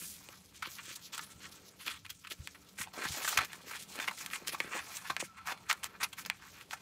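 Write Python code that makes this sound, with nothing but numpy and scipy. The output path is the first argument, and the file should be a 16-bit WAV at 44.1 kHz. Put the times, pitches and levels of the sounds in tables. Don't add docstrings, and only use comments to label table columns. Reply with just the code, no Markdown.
import sys
import numpy as np
from scipy import signal
from scipy.io import wavfile
from scipy.ndimage import uniform_filter1d

SR = 44100
rng = np.random.default_rng(int(sys.argv[2]) if len(sys.argv) > 2 else 0)


def generate_wav(sig):
    pcm = np.round(np.clip(np.atleast_2d(sig).T, -1, 1) * 32767).astype(np.int16)
    wavfile.write(sys.argv[1], SR, pcm)


N = 300321

# (time [s], length [s], tearing level [dB], sliding hiss level [dB])
STROKES = [(0.0, 0.054, -51, -75), (0.533, 0.053, -57.5, -58), (0.627, 0.06, -42.5, -54),
           (0.777, 0.026, -43.5, -75), (0.824, 0.12, -49, -50), (0.952, 0.012, -56, -41.5),
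           (1.009, 0.08, -55.5, -53), (1.121, 0.037, -40, -43.5), (1.151, 0.11, -54, -50),
           (1.301, 0.031, -57, -54), (1.39, 0.078, -50.5, -59), (1.512, 0.019, -55, -48.5),
           (1.788, 0.053, -46.5, -52.5), (1.843, 0.093, -41.5, -46), (1.86, .018, -37, -42),
           (1.928, 0.054, -49, -56.5), (2.047, 0.01, -47, -56), (2.093, 0.015, -40, -42),
           (2.236, 0.021, -46, -62), (2.299, 0.027, -40.5, -41), (2.544, 0.014, -49.5, -63),
           (2.77, 0.082, -43.5, -44.5), (2.858, 0.03, -52, -101), (2.996, 0.055, -37.5, -53),
           (3.372, 0.0056, -18.5, -21.5), (3.444, 0.0061, -38, -32), (3.48, 0.077, -48.5, -60),
           (3.652, 0.075, -48, -52), (3.725, 0.053, -42, -47.5), (3.775, 0.072, -57, -48.5),
           (3.96, 0.049, -48, -58), (4.004, 0.051, -38, -56), (4.074, 0.014, -28.5, -32.5),
           (4.167, 0.066, -50, -44), (4.307, 0.055, -41, -44), (4.465, 0.037, -43, -37),
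           (4.516, 0.038, -43, -44.5), (4.61, 0.08, -49, -59), (4.701, 0.11, -36.5, -49),
           (4.901, 0.081, -53, -49), (5.043, 0.049, -43.5, -55), (5.194, 0.022, -38.5, -33.5),
           (5.229, 0.041, -56, -49.5), (5.367, 0.025, -47.5, -58), (5.453, 0.081, -34.5, -43),
           (5.685, 0.04, -32, -37.5), (5.695, .007, -29, -31), (5.83, 0.0085, -34.5, -32),
           (5.843, 0.025, -48.5, -45.5), (5.929, 0.038, -53.5, -74), (5.998, 0.055, -32.5, -40.5),
           (6.029, .005, -27, -25), (6.164, 0.062, -47, -46), (6.259, .004, -36, -36),
           (6.41, 0.099, -56.5, -65), (6.527, 0.11, -55, -58.5), (6.697, 0.05, -51, -48.5),
           (6.729, .007, -33, -42)]
# (time [s], rustle level [dB], sliding hiss level [dB])
DRAG = [(0, -86, -66), (.13, -66.5, -52.5), (.25, -61.5, -59.5), (.46, -65.5, -62), (.52, -69, -71.5),
        (.72, -60.5, -53.5), (1.1, -65, -68.5), (1.47, -62, -62), (2.1, -86, -68.5), (2.42, -67, -60),
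        (2.929, -69, -67), (2.937, -48, -55), (3.06, -46.5, -45.5), (3.2, -46, -41), (3.33, -43.5, -41.5),
        (3.38, -44.5, -51), (3.441, -38.5, -83), (3.47, -64, -62), (3.62, -60.5, -61), (3.87, -67.5, -62),
        (3.92, -50.5, -51), (4.12, -57.5, -52.5), (4.28, -57, -57), (4.66, -59, -59.5),
        (4.85, -53.5, -52.5), (5.12, -58.5, -60), (5.29, -64.5, -75.5), (5.62, -58, -65), (6.1, -67, -65.5),
        (6.5, -63.5, -65.5), (6.66, -70.5, -68), (6.81, -59.5, -67)]
# (centre [Hz], nominal width [Hz], relative level [dB])
SHEET_MODES = [(932, 443, 4), (1374, 550, 6.5), (2447, 354, -0.5), (3576, 120, -1.5), (4115, 200, -3.5)]
# (centre [Hz], nominal width [Hz], relative level [dB])
HISS_MODES = [(3310, 1230, 0), (5600, 3060, 0), (7420, 2320, 2), (9770, 2000, -0.5), (12660, 6200, -7.5)]
# (time [s], mean level [dB])
MURMUR_LEVELS = [(.9, -97), (1.35, -67), (1.6, -83), (4.9, -75), (5.3, -65), (5.9, -73), (6.3, -91)]
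# (time [s], ring peak [dB], pitch [Hz], treble re ring [dB], t60 [s])
CRACKS = [(0.287, -39, 2780, 3, 0.015), (0.623, -26.5, 1660, -29, 0.027), (0.629, -29, 1350, -16, 0.015),
          (0.785, -36.5, 2740, -31, 0.021), (1.178, -33, 1300, 5.5, 0.02), (1.192, -27.5, 1310, -20, 0.018),
          (1.879, -23.5, 2620, -10, 0.011), (2.063, -36.5, 2320, -3, 0.015), (2.27, -36, 2400, -8, 0.024),
          (2.473, -29, 2320, 2, 0.009), (2.785, -32.5, 1800, -19, 0.022), (2.81, -31, 1980, 2, 0.035),
          (3.047, -28, 1500, -6, 0.05), (3.246, -24.5, 1600, -20, 0.023), (3.276, -20.5, 1470, -5, 0.021),
          (3.386, -16.5, 1540, -19, 0.024), (3.407, -25, 1800, -22, .024), (3.531, -32.5, 1770, 4, 0.013),
          (3.711, -34, 1550, -6, 0.024), (3.956, -41, 2500, 9, .014), (3.989, -27, 2630, -16, 0.014),
          (3.999, -24.5, 1600, -24, 0.021), (4.11, -32, 1040, -8, 0.024), (4.25, -43, 2300, 3, .009),
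          (4.261, -30, 2250, 6, 0.015), (4.301, -36, 3000, -4, 0.014), (4.334, -24, 2300, -21, 0.012),
          (4.357, -29, 2290, -1, 0.022), (4.473, -29, 2670, 4, 0.017), (4.481, -32, 2660, 13.5, 0.012),
          (4.491, -37, 2600, 6, .016), (4.545, -30, 990, -11, 0.024), (4.602, -17.5, 2180, -36, 0.018),
          (4.968, -24, 6300, -2.5, 0.019), (5.098, -22, 1260, -22, 0.032), (5.108, -31, 1720, -20, 0.0085),
          (5.165, -17.5, 1920, -40, 0.016), (5.201, -29, 2320, -18, 0.02), (5.472, -32, 2110, 6, .008),
          (5.711, -13, 2180, -26, 0.015), (5.727, -26, 1050, 7.5, 0.014),
          (5.842, -31.5, 1100, 14.5, 0.0042), (6.128, -36, 2800, -4, 0.03), (6.25, -29, 3460, -21, 0.017),
          (6.299, -15, 2180, -10, 0.011), (6.611, -39, 2500, -3, 0.011), (6.709, -29.5, 2740, -17, 0.017), ]
# (time [s], peak [dB], push length [s])
BUMPS = [(0.019, -48, 0.0029), (0.288, -48, 0.0011), (.67, -43.5, 0.0025), (.878, -48.5, 0.0023),
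         (.908, -50, .0018), (1.348, -51, 0.0084), (2.391, -38.5, 0.01), (2.798, -44, 0.0047),
         (3.051, -40, 0.0033), (3.095, -39, 0.0079), (3.376, -40.5, 0.0076), (4.081, -43.5, 0.0015),
         (4.25, -54, 0.004), (4.42, -44.5, 0.0016), (4.534, -40, 0.00083), (4.602, -35.5, 0.00093),
         (4.643, -40, 0.0022), (4.74, -50, 0.0012), (5.099, -38, 0.0025), (5.225, -33, 0.001)]
# (centre [Hz], width [Hz], relative level [dB])
DESK_MODES = [(80, 16.5, -7), (135, 15, -4), (190, 67, -6), (343, 47, 0), (530, 73, 2), (1010, 490, -4)]
# (centre [Hz], nominal width [Hz], relative mean level [dB])
HUM_MODES = [(83.3, 56, 2), (123, 51, -3.5), (182, 53, 4.5), (285.6, 41, -2)]
# (frequency [Hz], relative density [dB per Hz])
AIR_SPECTRUM = [(240, -35), (400, 27.5), (865, -28), (2510, 17), (7280, -9), (14800, -47)]

TURN_S = 2.3, 5.3
THIN_HZ = 1020, 590, 690
FOLD_HZ, FOLD_OCT_PER_DB = (3200, 2170, 2320), 0.012
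BELLY_DB, BELLY_DB_PER_DB = (-5, -5, 4), -0.5
FLAP_DB, LIFTED_FLAP_DB = -14, -8.5
MURMUR_HZ, MURMUR_WIDTH_HZ = 1326, 89
SWISH_END_S, SWISH_HZ, SWISH_WIDTH_HZ, SWISH_DB = 0.11, 9050, 8100, -47
ECHO_DB, ECHO_T60_S = -17, 0.1
HUM_DB, AIR_DB = -64.5, -69
TOP_HZ = 15600


def undb(db):
    return 10 ** (np.asarray(db) / 20)


def unit(x):
    return x / np.sqrt(np.mean(x ** 2))


def band(x, hz, width_hz):
    hz = np.clip(hz, 20, .45 * SR)
    return signal.lfilter(*signal.iirpeak(hz, hz / max(width_hz, 10), fs=SR), x)


def band_twice(x, hz, width_hz):
    return band(band(x, hz, width_hz), hz, width_hz)


def body(x, modes):
    return sum((-1) ** k * undb(db) * band(x, hz, w) for k, (hz, w, db) in enumerate(modes))


def thin(x, hz):
    return signal.sosfilt(signal.butter(3, hz, "high", fs=SR, output="sos"), x)


def walk(rate_hz):
    hold = int(SR / rate_hz)
    steps = np.repeat(rng.standard_normal(N // hold + 1), hold)
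    return unit(uniform_filter1d(uniform_filter1d(steps, hold), hold)[:N])


def ticks(rate_hz, spread_db):
    when, sign = rng.random(N), rng.standard_normal(N)
    size = np.minimum(rng.exponential(size=N), 4)
    return (when < rate_hz / SR) * sign * undb(spread_db * size)


def add(out, x, s):
    i = int(s * SR)
    out[i:i + len(x)] += x[:N - i]


def shifting(x, modes, depth_db, rate_hz):
    out = 0
    for k, (hz, w, db) in enumerate(modes):
        level = undb(db + depth_db * walk(rate_hz))
        out = out + (-1) ** k * level * band_twice(x, hz, 2 * w)
    return unit(out)


def strokes(tear, sheet, slide, flap):
    out = np.zeros(N)
    for s, length_s, tear_db, slide_db in STROKES:
        i = int(s * SR)
        t = np.arange(min(int(length_s * SR) + SR // 4, N - i)) / SR
        span = slice(i, i + len(t))
        swell = np.sin(np.pi / 2 * np.minimum(t / (0.0034 + 0.51 * length_s), 1))
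        past = np.maximum(t - 0.86 * length_s, 0)
        release = 0.67 * np.exp(-past / (0.004 + 0.056 * length_s))
        trail = 0.026 * min(length_s / 0.053, 1) * np.exp(-past / 0.015)
        grip = swell * (release + trail)

        state = np.searchsorted(TURN_S, s)
        hissy_db = slide_db - tear_db
        hz = FOLD_HZ[state] * 2 ** (FOLD_OCT_PER_DB * hissy_db)
        belly_db = BELLY_DB[state] + BELLY_DB_PER_DB * np.clip(hissy_db, -15, 10)
        fold = unit(band_twice(tear[span], hz, 0.67 * hz)) + undb(belly_db) * sheet[span]
        torn = unit(thin(fold, THIN_HZ[state])) + undb(-10.5) * flap[span]
        add(out, grip * (undb(tear_db) * torn + undb(slide_db) * unit(slide[span])), s)
    return out


def tearing():
    return unit(ticks(5500, 2.5) * undb(2.2 * walk(130)))


def sliding():
    scratch = ticks(12000, 2.6) * undb(2 * walk(120))
    return shifting(scratch, HISS_MODES, 2.2, 35)


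def flapping(clock_s):
    lifted = (clock_s > TURN_S[0]) & (clock_s < TURN_S[1])
    bends = band_twice(ticks(250, 3.4), 380, 430) * undb(5.2 * walk(22.13))
    return unit(bends) * undb(np.where(lifted, LIFTED_FLAP_DB, FLAP_DB))


def drag(clock_s, tear, sheet, slide, flap):
    when, rustle_db, hiss_db = np.transpose(DRAG)
    rustle = unit(band(tear, 2770, 2160) + undb(-3.5) * sheet) + flap
    out = undb(np.interp(clock_s, when, rustle_db) + 0.99 * walk(17)) * rustle
    return out + undb(np.interp(clock_s, when, hiss_db) + 2 * walk(26.86)) * slide


def swish(clock_s):
    glide = np.exp(-np.maximum(clock_s - SWISH_END_S, 0) / 0.044)
    return undb(SWISH_DB) * glide * unit(band(ticks(10000, 1.9), SWISH_HZ, SWISH_WIDTH_HZ))


def murmur(clock_s):
    noise = unit(band_twice(rng.standard_normal(N), MURMUR_HZ, MURMUR_WIDTH_HZ))
    return undb(np.interp(clock_s, *np.transpose(MURMUR_LEVELS)) + 2 * walk(14)) * noise


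def paper(clock_s):
    tear, slide = tearing(), sliding()
    sheet = shifting(tear, SHEET_MODES, 3, 35)
    flap = flapping(clock_s)
    out = strokes(tear, sheet, slide, flap) + drag(clock_s, tear, sheet, slide, flap)
    return out + swish(clock_s)


def cracks():
    out, t = np.zeros(N), np.arange(8192) / SR
    for s, db, hz, crisp_db, t60_s in CRACKS:
        t60_s = max(t60_s, .004)
        rise = (1 - np.exp(-t / (t60_s * np.array([[.1], [.1], [.12]])))) ** 2
        spray = rng.standard_normal((3, len(t))) * rise * 1000. ** (-t / t60_s)
        spray[:, 40] += np.array([4.5, 3.5, 2.2]) * min(0.016 / t60_s, 1.5) ** 2
        ring = band(spray[0], hz, 0.32 * hz) + undb(-9.0) * body(spray[1], SHEET_MODES)
        ring = thin(ring, THIN_HZ[np.searchsorted(TURN_S, s)])
        crisp = body(spray[2], HISS_MODES)
        crack = ring / np.abs(ring).max() + undb(crisp_db) * crisp / np.abs(crisp).max()
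        add(out, undb(db) * crack, s)
    return out


def bumps():
    out, t = np.zeros(N), np.arange(16384) / SR
    for s, db, push_s in BUMPS:
        push_s = max(push_s, 2e-4)
        push = np.sin(np.pi * np.clip(t / push_s, 0, 1)) ** 2
        ring = thin(body(push, DESK_MODES), 0.12 / push_s)
        add(out, undb(db) * ring / np.abs(ring).max(), s)
    return out


def echo(near):
    t = np.arange(SR // 2) / SR
    tail = band(rng.standard_normal(len(t)), 900, 1870) * 1000. ** (-t / ECHO_T60_S) * (t > .003)
    return undb(ECHO_DB) * signal.fftconvolve(near, tail / np.sqrt(np.sum(tail ** 2)))[:N]


def boom():
    hum = 0
    for hz, w, db in HUM_MODES:
        hum = hum + undb(db + 1.87 * walk(6)) * unit(band_twice(rng.standard_normal(N), hz, w))
    return unit(hum) * undb(HUM_DB)


def air_noise():
    hz, db = np.transpose(AIR_SPECTRUM)
    air = 0
    for f in 400 * 2 ** np.arange(0, 5.6, .5):
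        gain_db = np.interp(np.log(f), np.log(hz), db) + 10 * np.log10(f) + 4.0 * walk(3.42)
        air = air + undb(gain_db) * unit(band(rng.standard_normal(N), f, f / 2))
    return unit(air) * undb(AIR_DB)


def scene():
    clock_s = np.arange(N) / SR
    near = paper(clock_s) + cracks() + murmur(clock_s)
    return (near + echo(near) + bumps() + boom() + air_noise())[None]


def record(dry):
    return signal.sosfilt(signal.ellip(10, .2, 70, TOP_HZ, fs=SR, output="sos"), dry)


dry = scene()
out = record(dry)
generate_wav(out)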